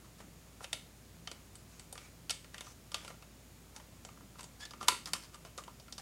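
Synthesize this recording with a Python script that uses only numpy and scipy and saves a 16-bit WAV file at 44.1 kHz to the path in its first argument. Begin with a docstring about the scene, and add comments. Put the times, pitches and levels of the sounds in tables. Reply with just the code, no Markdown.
"""A hollow plastic toy robot clicks as it is handled in a small, quiet room.
Each click is an edge slipping and striking: a small part rattles and the shell rings.
One part snaps home loudly. Sliding joints rub, a tight one squeaks once, fingertips
tap the shell and the hands bump softly. The walls echo briefly, over a low hum,
faint drones and microphone hiss."""
import sys
import numpy as np
from scipy import signal
from scipy.fft import rfft, irfft, next_fast_len
from scipy.io import wavfile
from scipy.ndimage import uniform_filter1d

SR = 44100
rng = np.random.default_rng(int(sys.argv[2]) if len(sys.argv) > 2 else 0)


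def generate_wav(signal):
    """Clip the signal to [-1, 1] and save it as 16-bit WAV at the path in sys.argv[1]."""
    frames = np.transpose(np.atleast_2d(signal))
    scaled = np.clip(frames, -1, 1) * 32767
    pcm = np.round(scaled).astype(np.int16)
    wavfile.write(sys.argv[1], SR, pcm)


N = 265041
USUAL_NOTE_HZ, USUAL_STRENGTH_DB = 1100, -42  # an ordinary click; others are set relative to it
# Filters that split a click into thud, hollow knock, clack, snap and bright tick.
BANDS = [signal.butter(3, edges_hz, "bandpass", fs=SR, output="sos")
         for edges_hz in [(250, 850), (880, 1500), (1600, 3100), (2900, 5700), (6500, 17000)]]

# The tone of a small part's crack and rattle: frequency_hz, level_db
RATTLE_TONE = [(150, -15), (350, 1), (550, 9), (850, 3), (1600, -7), (3000, 0), (5000, 0.5), (8500, 7),
               (11300, 1.5), (12500, -7), (16000, -20)]
# The notes the hollow shell rings at: pitch_hz, level_db, ring_s (time to fade by 60 dB)
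SHELL_NOTES = [(560, -12, .035), (720, -14, .03), (997, 1, .034), (1195, -1, .045), (1370, 0, .035),
               (1880, -10, .025), (2190, -9, .03), (2680, -9, .025), (3080, -1, .022), (3665, 2, .025),
               (4430, -2, .028), (4640, 0, .035), (6295, -7, .025), (7770, -2, .022), (8110, -1, .022),
               (8450, -2, .022)]
# One click a row. The knock is the shell's share; the treble falls away from the part's pitch.
# start_s, strength_db, knock_db, shell_note_hz, part_pitch_hz, treble_fall_db_per_octave
CLICKS = [(0.202, -49, -8, 780, 2000, 9), (0.605, -45.5, 1, 720, 1800, 7), (0.642, -39, -20, 850, 2870, 5),
          (0.729, -28, -32, 600, 3660, 4.5), (1.273, -37, -22, 1190, 3080, 14),
          (1.314, -40, -14.5, 880, 4000, 3), (1.554, -48, -26, 1250, 8600, 9),
          (1.795, -45.5, -19, 1150, 7800, 3), (1.926, -41, -27.5, 660, 9450, 9.5),
          (1.954, -47.5, -7, 1190, 1840, 2), (1.977, -43, -13, 1200, 3330, 6),
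          (2.295, -31, -28, 1100, 3170, 7), (2.304, -32, -25, 1000, 8000, 4.5),
          (2.307, -29.5, -27, 1100, 4960, 8), (2.444, -51.5, -13, 1140, 1770, 3),
          (2.543, -41, -17, 1150, 1850, 4.5), (2.58, -43, -19, 1250, 3000, 3),
          (2.607, -40, -15.5, 930, 3650, 1.5), (2.667, -48.5, -3, 1250, 5950, 6),
          (2.917, -44, -12, 1180, 5380, 5), (2.943, -28.5, -18, 1175, 3300, 8),
          (3.047, -45.5, -11, 900, 2800, 1), (3.078, -43, -8.5, 1370, 2240, 1),
          (3.102, -45, -5, 800, 1880, 5), (3.223, -51, -8, 1090, 2600, 4),
          (3.762, -43.5, -25, 850, 6000, 4), (3.798, -50.5, -7, 1000, 1790, 6),
          (4.049, -43, -16, 684, 7000, 1.5), (4.088, -48.5, -3.5, 1190, 2180, 6),
          (4.392, -48, -9, 1010, 2700, 4), (4.408, -45, -20, 1050, 7600, 6),
          (4.43, -47.5, -26, 972, 8060, 6), (4.44, -45.5, -16, 980, 6770, 6),
          (4.652, -42.5, -27, 950, 4100, 6), (4.708, -45.5, -13.5, 1250, 4960, 8),
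          (4.734, -45, -4, 1250, 2250, 4), (4.81, -37.5, -1, 1220, 3000, 8),
          (4.828, -39, -8, 800, 3400, 1.5), (4.882, -15.5, -10.5, 980, 3780, 3),
          (5.057, -37.5, -28, 950, 5100, 9), (5.133, -25.5, -18, 1100, 4800, 3),
          (5.344, -48, -18, 1000, 7800, 3), (5.449, -46, -9, 780, 2950, 3),
          (5.577, -40.5, -18, 676, 7040, 6), (5.583, -40.5, -2, 1190, 3280, 7),
          (5.637, -49, -22, 1320, 2900, 2), (5.678, -44, 1, 996, 3250, 7),
          (5.798, -51.5, -19, 870, 5070, 9), (5.881, -51, -4, 1370, 2340, 3),
          (5.924, -39.5, -34, 1000, 5400, 13), (5.98, -40.5, -15, 1190, 5000, 7)]
def click(row, rattle_s=.046, crack_s=.0067, crack_db=6, shell_db=-9):
    """An edge slips and strikes: a small part cracks and rattles, and the shell rings."""
    start_s, strength_db, _, note_hz, part_hz, _ = row
    t = np.arange(2400) / SR
    # a part that snaps home hard sits tighter and rattles for less time
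    fade_s = rattle_s * gain_of(-.12 * (strength_db - USUAL_STRENGTH_DB))
    fade = gain_of(-60 * t / fade_s) + gain_of(crack_db - 60 * t / crack_s)
    noise = with_tone(rng.standard_normal(len(t)), RATTLE_TONE)
    rattle = unit_level(boost_note(noise, part_hz, db=9, sharpness=6)) * fade
    hz, level_db, ring_s = np.transpose(SHELL_NOTES)[:, :, None]
    # the shell rings most near the note of the struck spot and the pitch of the small part
    boost_db = 8.5 * sum(np.exp(-((hz - near_hz) / 90) ** 2) for near_hz in (note_hz, part_hz))
    waves = np.sin(2 * np.pi * (hz * t + rng.random(hz.shape)))
    shell = (gain_of(shell_db + level_db + boost_db - 60 * t / ring_s) * waves).sum(0)
    slip_s = .0008 * (.82 + gain_of(strength_db + 15.5))  # a tight catch slides home more slowly
    strike = (rattle + shell) * (1 - np.exp(-(t / slip_s) ** 2))
    sound = sum(gain_of(db) * unit_level(signal.sosfilt(band, strike))
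                for db, band in zip(band_levels(*row[1:]), BANDS))
    peak = np.sqrt(uniform_filter1d(sound ** 2, size=132).max())  # level of the loudest 3 ms
    return start_s, sound * gain_of(strength_db - 1) / peak


# The middles of the clack, snap and bright tick bands: pitch_hz
TREBLE_MIDDLES_HZ = [2240, 4330, 9000]
# The starting shares of those three bands: level_db
TREBLE_SHARES_DB = [-9, -8, -12]
def band_levels(strength_db, knock_db, note_hz, part_hz, fall_db_per_octave):
    """Shares out a click: the shell gives the two low bands, the small part the three high ones."""
    harder_db = strength_db - USUAL_STRENGTH_DB
    thud_db = -10.5 + .57 * knock_db
    thud_db -= 11 * np.log2(note_hz / USUAL_NOTE_HZ)  # a spot with a higher note thuds less
    thud_db -= .3 * harder_db  # a hard snap is too brief to move the lows
    octaves_away = abs(np.log2(np.array(TREBLE_MIDDLES_HZ) / part_hz))
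    brighter_db = .072 * harder_db * np.array([-1, 0, 1])  # harder: less clack, more tick
    treble_db = np.array(TREBLE_SHARES_DB) - fall_db_per_octave * octaves_away + brighter_db
    return [thud_db, knock_db, *treble_db]


# The tone of sliding plastic: frequency_hz, level_db
RUB_TONE = [(200, -27), (550, -4), (1200, 4.5), (1700, 0), (3000, -4), (5500, -0.5), (9000, -4.5),
            (12000, -12.5), (16000, -24)]
# One slide of part against part a row: start_s, length_s, level_db, note_hz
RUBS = [(.039, .03, -63, 1090), (0.173, .055, -60, 320), (.603, .045, -58, 750), (.624, .025, -57.5, 9500),
        (1.659, 0.18, -66, 6500), (1.951, .16, -61, 2300), (2.532, 0.026, -56, 664),
        (2.612, .14, -59, 6030), (2.973, .18, -58.5, 560), (3.738, 0.059, -58.5, 890),
        (4.376, .048, -53, 980), (4.587, 0.061, -53.5, 4720), (4.8, 0.036, -50, 1330),
        (4.826, .03, -53, 480), (4.869, .035, -45, 1440), (5.058, .045, -50.5, 1160),
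        (5.065, .035, -57, 400), (5.14, .035, -49, 1080), (5.204, 0.071, -57.5, 4700),
        (5.326, 0.045, -55.5, 1200), (5.452, 0.027, -57, 640), (5.57, .045, -52, 1090),
        (5.983, .028, -51, 770)]
def rubs(catches_per_s=1200):
    """Sliding plastic catches and lets go in tiny uneven steps, which make the part ring."""
    catches = (rng.random(N) < catches_per_s / SR) * rng.choice([-1, 1], N)
    sizes = gain_of(4 * np.minimum(rng.exponential(1, N), 3))
    friction = with_tone(unit_level(catches * sizes) + .81 * rng.standard_normal(N), RUB_TONE)
    out = np.zeros(N)
    for start_s, length_s, level_db, note_hz in RUBS:
        boost_db = 14 - 2 * np.log2(note_hz / USUAL_NOTE_HZ)  # high notes are damped more
        piece = friction[int(start_s * SR):][:int(length_s * SR)]
        slide = unit_level(boost_note(piece, note_hz, boost_db, sharpness=12))
        add(out, start_s, gain_of(level_db) * slide * signal.windows.tukey(len(slide), .7))
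    return out


# The tones that make up the squeak: pitch_multiple, level_db
SQUEAK_TONES = [(1, -4.5), (2, -6.5), (3, -13), (4, -11)]
def squeak(start_s=4.603, length_s=.047, level_db=-47.5, pitch_hz=1625, climb_hz_per_s=3000):
    """A tight joint sticks and slips very fast, rising in pitch as it is pushed."""
    t = np.arange(0, length_s, 1 / SR)
    waver, grip = unit_level(uniform_filter1d(rng.standard_normal((2, len(t))), size=26))
    slips_hz = (pitch_hz + climb_hz_per_s * t) * (1 + .036 * waver)
    cycles = np.cumsum(slips_hz) / SR
    tone = sum(gain_of(db) * np.sin(2 * np.pi * multiple * cycles) for multiple, db in SQUEAK_TONES)
    rough_tone = unit_level(tone * (1 + .3 * grip))
    swell = np.interp(t, [0, .026, length_s - .009, length_s], [0, 1, 1, 0])
    return start_s, rough_tone * swell * gain_of(level_db)


# When the fingers change their grip: start_s, end_s
GRIP_CHANGES = [(4.12, 4.37)]
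def finger_taps(taps_per_s=12, notes_hz=(1050, 1300)):
    """Fingertips tap the shell faintly at uneven times. Gives rows like those of CLICKS."""
    times_s = np.concatenate([np.arange(start, end, 1 / taps_per_s) for start, end in GRIP_CHANGES])
    return [(start_s + late / taps_per_s, -55, 2, np.interp(spot, [0, 1], notes_hz), 1800, 6)
            for start_s, (late, spot) in zip(times_s, rng.random((len(times_s), 2)))]


def toy(clicks):
    """The clicks, rubs and squeak sent out in one direction; the fine detail is new each time."""
    out = rubs()
    for row in clicks:
        add(out, *click(row))
    add(out, *squeak())
    return out


# The dull tone of hands on the toy: frequency_hz, level_db
BUMP_TONE = [(50, -36), (110, -6), (180, 3), (300, -1), (450, -12), (900, -53), (4000, -70)]
# One shift of the hands a row: start_s, length_s, level_db
HAND_BUMPS = [(0.167, 0.15, -60.5), (4.1, 0.35, -64), (4.613, 0.69, -62)]
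def hand_bumps():
    """The heavy toy shifts in the hands with a soft, low bumping."""
    swells = np.zeros(N)
    for start_s, length_s, level_db in HAND_BUMPS:
        add(swells, start_s, gain_of(level_db) * signal.windows.tukey(int(length_s * SR), .5))
    return swells * with_tone(rng.standard_normal(N), BUMP_TONE)


# How long the room rings: frequency_hz, ring_s (time to fade by 60 dB)
ECHO_TIMES = [(200, 0.47), (800, 0.21), (2000, .32), (5500, 0.35), (10000, 0.28), (15000, 0.3)]
# The tone the echo starts with: frequency_hz, level_db
ECHO_TONE = [(200, 1.5), (600, 4), (1000, 1), (2500, 2), (5000, -5), (7000, 0), (9000, 0.5), (15000, 0)]
def room_echo(sound, level_db=-7.5, build_s=.0037):
    """Reflections from the walls build up quickly, and each pitch fades at its own speed."""
    t = np.arange(SR // 2) / SR
    bounces = rng.standard_normal(len(t))
    for _ in range(4):  # even out the spectrum: well-scattered sound favours no single note
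        spectrum = signal.stft(bounces, nperseg=1024)[2]
        bounces = signal.istft(spectrum / (abs(spectrum) + 1e-12))[1][:len(t)]
    hz, time_s, spectrum = signal.stft(bounces, SR, nperseg=256)
    fade_db = 60 * time_s / value_at(ECHO_TIMES, hz)[:, None]
    spectrum *= gain_of(value_at(ECHO_TONE, hz)[:, None] - fade_db)
    tail = signal.istft(spectrum, SR, nperseg=256)[1][:len(t)]
    tail *= 1 - np.exp(-(t / build_s) ** 2)
    return gain_of(level_db) * signal.fftconvolve(sound, tail / np.linalg.norm(tail))[:N]


# Faint, steady bands of noise: pitch_hz, width_hz, level_db
DRONES = [(91.5, 5, -74.5), (122.7, 23, -70.5), (166.6, 8.3, -69.5), (48, 31, -77), (1280, 590, -83),
          (6850, 410, -77.5)]
# The tone of the room's rumble and the microphone's hiss: frequency_hz, level_db
HISS_TONE = [(47, -39), (80, -1.5), (222, -5), (431, -13.5), (629, -14.5), (820, -18), (937, -18.5),
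             (1090, -19), (1340, -19.5), (1460, -21), (2540, -21.5), (3100, -23), (5640, -23.5),
             (6890, -23), (16000, -29.5)]
def background(hum_hz=57.4, hum_db=-63.3, hiss_db=-58.5):
    """A low hum and faint drones sit in the rumble and hiss of a quiet room."""
    hz = np.fft.rfftfreq(N, 1 / SR)
    drone_power = 0
    for pitch_hz, width_hz, level_db in DRONES:
        hump = 1 / (1 + (2 * (hz - pitch_hz) / width_hz) ** 2)
        drone_power += (gain_of(level_db) * unit_level(hump)) ** 2
    drones = irfft(rfft(rng.standard_normal(N)) * np.sqrt(drone_power), N)
    hum = unit_level(np.sin(2 * np.pi * (hum_hz * np.arange(N) / SR + rng.random())))
    hiss = with_tone(rng.standard_normal(N), HISS_TONE)
    return gain_of(hum_db) * hum + drones + gain_of(hiss_db) * hiss


def gain_of(db):
    """Turns decibels into a number to multiply a sound by."""
    return 10 ** (np.asarray(db) / 20)


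def unit_level(sound):
    """Scales a sound to an average (rms) level of one."""
    return sound / np.sqrt(np.mean(sound ** 2) + 1e-20)


def value_at(points, hz):
    """Reads between (frequency_hz, value) points, with octaves evenly spaced."""
    points_hz, values = np.transpose(points)
    return np.interp(np.log(hz + 1), np.log(points_hz + 1), values)


def with_tone(sound, tone):
    """Shapes a sound's lows and highs by a tone table, then sets its level to one."""
    size = next_fast_len(len(sound))
    gains = gain_of(value_at(tone, np.fft.rfftfreq(size, 1 / SR)))
    return unit_level(irfft(rfft(sound, size) * gains, size)[:len(sound)])


def boost_note(noise, hz, db, sharpness):
    """Lifts one briefly ringing note out of a noise."""
    ringing = signal.lfilter(*signal.iirpeak(hz, sharpness, fs=SR), noise)
    return noise + (gain_of(db) - 1) * ringing


def add(mix, start_s, sound):
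    """Mixes a sound in at its start time."""
    part = mix[round(start_s * SR):][:len(sound)]
    part += sound[:len(part)]


def scene(walls=2):
    """Mixes everything. Each wall faces another side of the toy, so each gets its own echo."""
    clicks = CLICKS + finger_taps()
    echoes = sum(room_echo(toy(clicks)) for _ in range(walls)) / np.sqrt(walls)
    return (toy(clicks) + echoes + hand_bumps() + background())[None]


def record(dry, cutoff_hz=15900):
    """Cuts away the very highest treble."""
    low_pass = signal.firwin(511, cutoff_hz, window=("kaiser", 9), fs=SR)
    return signal.oaconvolve(dry, low_pass[None], "same")


dry = scene()
out = record(dry)
generate_wav(out)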